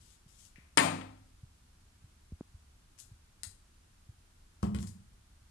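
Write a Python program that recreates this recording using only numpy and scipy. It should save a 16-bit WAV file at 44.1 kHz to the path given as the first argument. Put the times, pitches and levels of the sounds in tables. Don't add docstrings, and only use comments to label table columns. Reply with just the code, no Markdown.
import sys
import numpy as np
from scipy import signal
from scipy.fft import rfft, irfft
from scipy.io import wavfile

SR = 44100
rng = np.random.default_rng(int(sys.argv[2]) if len(sys.argv) > 2 else 0)


def store_pcm(level_fs):
    pcm = np.round(np.clip(level_fs, -1, 1) * 32767).astype(np.int16)
    wavfile.write(sys.argv[1], SR, np.atleast_2d(pcm).T)


N = 242902
TIME = np.arange(N) / SR
TOP_HZ = 13100

# start_s, level_db, contact_ms
FLOOR_HITS = [(0.7736, 3.5, .16), (0.776, 6.5, .08), (0.78, 5, 0.23), (0.7864, -0.5, 0.072),
              (0.7941, 3.5, .16), (0.8057, -2, 0.099), (0.858, -3, 2.6), (1.012, -19.5, 0.18)]
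# start_s, level_db, favoured_hz
CAP_CLACKS = [(0.7728, 6, 8600), (0.773, 1.5, 5560), (0.7785, -2, 7500), (0.783, -6, 4850),
              (0.7855, -4, 7400), (0.7875, -2, 9200), (0.7905, -1, 8200), (0.799, -8, 8600)]
# pitch_hz, level_db, t60_s
BOTTLE_MODES = [(316, -11, .1), (443, -11, .07), (691, 3, .09), (897, 7.5, .09), (1107, 0, .11),
                (1340, -2, .06), (1597, -3, .07), (1708, -6, .06), (1815, 1, .07), (2060, 0, .06),
                (2228, 0, .08), (3010, 3.5, .045), (3290, -1, .05), (3920, -7, .03)]
# pitch_hz, level_db, t60_s
HARD_CAP_MODES = [(4850, -3, .045), (5560, 3, .022), (7450, 0, .028), (8270, 1, .02), (8750, 0, .022),
                  (9200, -3, .018), (10270, -3, .03)]
# frequency_hz, level_db
SHELL_SPECTRUM = [(50, -40), (100, -24), (180, -15.5), (300, -8.5), (550, 2), (800, 4.5), (1400, 2),
                  (2200, 6.5), (3100, -0.5), (3900, -3), (6000, -12.5), (9000, -12.5), (13000, -22)]
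# frequency_hz, level_db
SNAP_SPECTRUM = [(200, -11.5), (800, -6.5), (1600, -2), (3700, -14.5), (4500, -5.5), (5600, -14.5),
                 (7500, 4.5), (9300, 2), (10300, -35), (13000, -23)]
# start_s, level_db
CUPBOARD_GRAZES = [(0.559, -25.5), (0.581, -35)]
# frequency_hz, level_db
GRAZE_SPECTRUM = [(150, -12), (500, -16.5), (1400, -9), (2300, 5.5), (3200, -10), (5000, -16.5),
                  (12000, -27)]
# start_s, thud_db, click_db, contact_ms
SHELF_KNOCKS = [(2.979, -53, -37, .6), (2.9887, -51, -28.5, 0.44), (3.4338, -30, -9, 0.11),
                (3.44, -37, -24, 0.48), (4.6286, -16.5, -23.5, 0.59), (4.631, 9.5, -21.5, 0.86),
                (4.641, 3, -26.5, 2.9), (4.746, 5, -14, 5.1), (4.748, 0, -10.5, 3.2),
                (4.757, 0.5, -19, 4.5), (4.7637, -40, -20.5, 2.8), (4.788, -2.5, -16.5, 3.4),
                (4.8286, -12.5, -20, 0.76), (4.873, -26, -24, 0.64)]
# pitch_hz, level_db, t60_s
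HOLLOW_SHELF_MODES = [(100, -4, .44), (123, -10, .16), (142, -14, .18), (185.5, 3.5, .32), (205, 5.5, .29),
                      (244, -5, .24), (304, -10, .16), (339, 1, .14), (395, -10, .2), (452, -8, .18),
                      (515, -9, .16), (1020, -1, .07), (1104, 1, .08), (1265, -3, .06), (1480, -6, .04)]
# frequency_hz, level_db
BOARD_SPECTRUM = [(30, -28), (70, 17), (130, 7), (250, -5.5), (450, -1.5), (650, -4), (850, -4),
                  (1150, -2.5), (1550, -15.5), (2200, -17.5), (3100, -9.5), (4000, -27), (10000, -18.5)]
# frequency_hz, level_db
TICK_SPECTRUM = [(300, -28), (900, -10), (1700, -10), (3400, -6), (4700, -1.5), (6200, -4.5), (7500, 0.5),
                 (9200, 1), (10300, -7.5), (12500, -14)]
# start_s, length_s, level_db, low_edge_hz
SHELF_SLIDES = [(0.0, 0.14, -63, 1490), (0.275, 0.11, -64.5, 2500), (0.382, 0.078, -58.5, 2580),
                (2.981, 0.015, -52.5, 5050), (2.991, 0.0062, -52.5, 4580), (4.786, 0.039, -53, 5000),
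                (4.864, 0.014, -49.5, 6500)]
# pitch_hz, level_db, t60_s
STANDING_WAVES = [(100, -10, 1.1), (160.6, 0, .52), (186, -9, .6), (214, -6, .5), (261, -2, .7),
                  (302, -3, .54)]
# frequency_hz, t60_s
TAIL_DECAY = [(100, .65), (300, .58), (800, .49), (2000, .5), (4000, .47), (8000, .4), (13000, .33)]
# frequency_hz, level_db
TAIL_SPECTRUM = [(50, -10.5), (150, 6), (300, -1), (500, -4.5), (800, 0.5), (1200, -4.5), (2200, -11.5),
                 (4000, -7), (8000, -5), (13000, 0.5)]
# frequency_hz, gain_db
PHONE_SHADOW = [(100, 1), (300, 1), (450, -3), (650, -10), (1200, -11.5), (2200, -8), (3300, -21.5),
                (5500, -19.5), (8000, -32), (12000, -39)]
# start_s, level_db, pitch_hz
HAND_BUMPS = [(0.262, -30, 148), (0.583, -29, 182), (1.432, -16.5, 117), (2.04, -20, 109.6),
              (2.321, -18, 170), (2.325, -5.5, 84.5), (2.409, -13.5, 245), (2.542, -13.5, 90.3),
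              (3.114, -18, 107.4), (3.467, -16.5, 93.4), (4.089, -16, 106.2)]
# frequency_hz, level_db
HUSH_SPECTRUM = [(12, -32), (20, -1), (82, 0.5), (123, -11), (249, -16), (270, -18.5), (309, -19),
                 (531, -26.5), (696, -25), (1410, -23.5), (1950, -27.5), (9390, -29.5), (13000, -38.5)]


def bottle_clatter():
    grazes = blows([(s, db, 0) for s, db in CUPBOARD_GRAZES],
                   lambda: burst(GRAZE_SPECTRUM, t60=0.22, crack=0.5))
    chatter = rebounds(FLOOR_HITS, gap_s=0.0033, loss_db=0.5)
    slaps = blows(chatter, lambda: burst(SHELL_SPECTRUM, t60=0.019, crack=0.14))
    cracks = blows([(s, db, 0) for s, db, _ in CAP_CLACKS],
                   lambda: burst(SNAP_SPECTRUM, t60=0.008, crack=0.3))
    return grazes + undb(-3.7) * slaps + undb(-6) * cracks


def bottle_ring(falloff_db_per_octave=35, cap_rise_s=0.004):
    out = undb(1) * blows(FLOOR_HITS, lambda: struck(BOTTLE_MODES, detune=0.013))
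    for s, db, favoured_hz in CAP_CLACKS:
        modes = [(hz, level - falloff_db_per_octave * abs(np.log2(hz / favoured_hz)), t60)
                 for hz, level, t60 in HARD_CAP_MODES]
        ping = unit(struck(modes) * (1 - fade(cap_rise_s)))
        add(out, s, undb(db) * ping)
    return out


def shelf_thuds():
    knocks = [(s, db, ms) for s, db, _, ms in SHELF_KNOCKS]
    drum = blows(knocks, lambda: struck(HOLLOW_SHELF_MODES, sharp=0.027))
    rattle = blows(rocking(knocks), lambda: burst(BOARD_SPECTRUM, t60=0.27, crack=0.51))
    return undb(-9) * drum + undb(-10.5) * rattle


def shelf_clicks(times_quicker=6.7):
    edges = rocking([(s, db, ms / times_quicker) for s, _, db, ms in SHELF_KNOCKS])
    return blows(edges, lambda: burst(TICK_SPECTRUM, t60=0.008, crack=1.3))


def rocking(knocks):
    return rebounds(knocks, gap_s=0.0074, loss_db=20)


def shelf_slides(attack_s=0.006, release_s=0.025):
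    slips = rng.standard_normal(N) * undb(3.3 * rng.exponential(size=N))
    scrape = colour(slips, [(300, -22.5), (1800, -13.5), (3000, -5), (5000, -3.5),
                            (8000, 0.5), (10500, -6.5), (12500, -14)])
    scrape = np.sqrt(N) * unit(scrape)
    out = np.zeros(N)
    for s, length, db, edge_hz in SHELF_SLIDES:
        swell = np.clip((TIME - s) / attack_s, 0, 1)
        release = np.clip(1 - (TIME - s - length) / release_s, 0, 1)
        out += undb(db) * swell * release * passband(scrape, "high", edge_hz)
    return out


def room_boom(build_s=0.42):
    boom = unit(ring(STANDING_WAVES) * (1 - fade(build_s)))
    out = np.zeros(N)
    add(out, FLOOR_HITS[0][0], undb(1.5) * boom)
    return out


def tiled_corner(sound):
    flutter = rng.standard_normal(SR) * fade(t60=0.25) * (1 - fade(t60=0.02))
    return sound + undb(-0.5) * convolve(sound, unit(flutter))


def diffuse_tail(build_s=0.13):
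    spectrum, hz = rfft(rng.standard_normal(SR)), np.arange(SR // 2 + 1)
    tail = 0
    for centre_hz, t60 in TAIL_DECAY:
        band = along([(f, float(f == centre_hz)) for f, _ in TAIL_DECAY], hz)
        tail = tail + irfft(spectrum * band, SR) * fade(t60)
    return unit(colour(tail * (1 - fade(build_s)), TAIL_SPECTRUM))


def bathroom_at_phone(direct, sent, alike_hz=800, lag_s=0.0006):
    left_tail, other_tail = diffuse_tail(), diffuse_tail()
    alike = 1 / (1 + (np.arange(SR // 2 + 1) / alike_hz) ** 2)
    right_tail = irfft(alike * rfft(left_tail) + np.sqrt(1 - alike ** 2) * rfft(other_tail), SR)
    left, right = (direct + convolve(sent, tail) for tail in (left_tail, right_tail))
    late_right = np.interp(TIME - lag_s, TIME, right)
    shade = undb(along(PHONE_SHADOW, np.fft.rfftfreq(N, 1 / SR)))
    return np.array([left, irfft(rfft(late_right) * shade, N)])


def hand_bumps(soft_hz=109, soft_t60_s=0.054, soft_top_hz=127, fidget_count=9, fidget_db=-32.5):
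    fidgets = [(when * N / SR, fidget_db + 1 - 2 * softness, soft_hz)
               for when, softness in rng.random((fidget_count, 2))]
    out = np.zeros(N)
    for s, db, hz in HAND_BUMPS + fidgets:
        hardness = hz / soft_hz
        knock = ring([(hz, 0, soft_t60_s / hardness ** 1.8)])
        top_hz = min(soft_top_hz * hardness ** 3.3, TOP_HZ)
        add(out, s, undb(db) * passband(knock, "low", top_hz))
    return out


def hush(crossover_hz=260, level_db=-61.8):
    common, *own = rng.standard_normal((3, N))
    rumble = passband(common, "low", crossover_hz)
    ports = [unit(colour(rumble + passband(hiss, "high", crossover_hz), HUSH_SPECTRUM)) for hiss in own]
    return undb(level_db) * np.sqrt(N) * np.array(ports)


def blows(rows, response):
    out = np.zeros(N)
    for s, db, contact_ms in rows:
        hold = np.exp(-2 * np.pi * 1000 / SR / max(contact_ms, 0.001))
        add(out, s, undb(db) * signal.lfilter([1 - hold], [1, -hold], response()))
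    return out


def rebounds(rows, gap_s, loss_db):
    return [(s + k * gap_s, db - k * loss_db, ms) for s, db, ms in rows for k in range(3)]


def struck(modes, sharp=0, detune=0, spread_db=2.33):
    chance = rng.standard_normal((len(modes), 2))
    varied = [(hz * (1 + detune * shift), db + spread_db * favour, t60)
              for (hz, db, t60), (favour, shift) in zip(modes, chance)]
    return ring(varied, sharp)


def ring(modes, sharp=0, sag_s=0.031):
    clock = TIME[:SR] + sharp * sag_s * (1 - np.exp(-TIME[:SR] / sag_s))
    motion = sum(undb(db) * fade(t60) * np.sin(2 * np.pi * hz * clock) for hz, db, t60 in modes)
    return unit(passband(motion, "high", modes[0][0] / 2))


def burst(spectrum, t60, crack):
    response = unit(rng.standard_normal(SR) * fade(t60))
    response[0] += crack
    return unit(colour(response, spectrum))


def colour(x, points, size=4096):
    gain = undb(along(points, np.fft.rfftfreq(size, 1 / SR)))
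    cepstrum = irfft(np.log(gain))
    cepstrum[1:size // 2] *= 2
    cepstrum[size // 2 + 1:] = 0
    return convolve(x, irfft(np.exp(rfft(cepstrum))))[:len(x)]


def passband(x, kind, edge_hz):
    return signal.sosfilt(signal.butter(2, edge_hz, kind, fs=SR, output="sos"), x)


def along(points, hz):
    f, value = np.transpose(points)
    return np.interp(np.log(np.maximum(hz, 1)), np.log(f), value)


def convolve(x, response):
    return signal.fftconvolve(x, response)[:N]


def fade(t60):
    return np.exp(-np.log(1000) * TIME[:SR] / t60)


def add(track, s, sound):
    start = int(s * SR)
    track[start:start + len(sound)] += sound[:N - start]


def undb(db):
    return 10 ** (np.asarray(db) / 20)


def unit(x):
    return x / np.sqrt(np.sum(x ** 2))


def scene():
    clatter, rings, thuds = bottle_clatter(), bottle_ring(), shelf_thuds()
    clicks_and_slides = shelf_clicks() + shelf_slides()
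    direct = clatter + rings + thuds + room_boom() + tiled_corner(clicks_and_slides)
    sent = undb(1.07) * clatter + undb(-12.5) * (rings + thuds) + undb(-12) * clicks_and_slides
    return bathroom_at_phone(direct, sent) + hand_bumps() + hush()


def record(dry, ceiling=0.6):
    rounded = ceiling * np.tanh(dry / ceiling)
    return signal.sosfilt(signal.ellip(8, 0.2, 70, TOP_HZ, fs=SR, output="sos"), rounded)


dry = scene()
out = record(dry)
store_pcm(out)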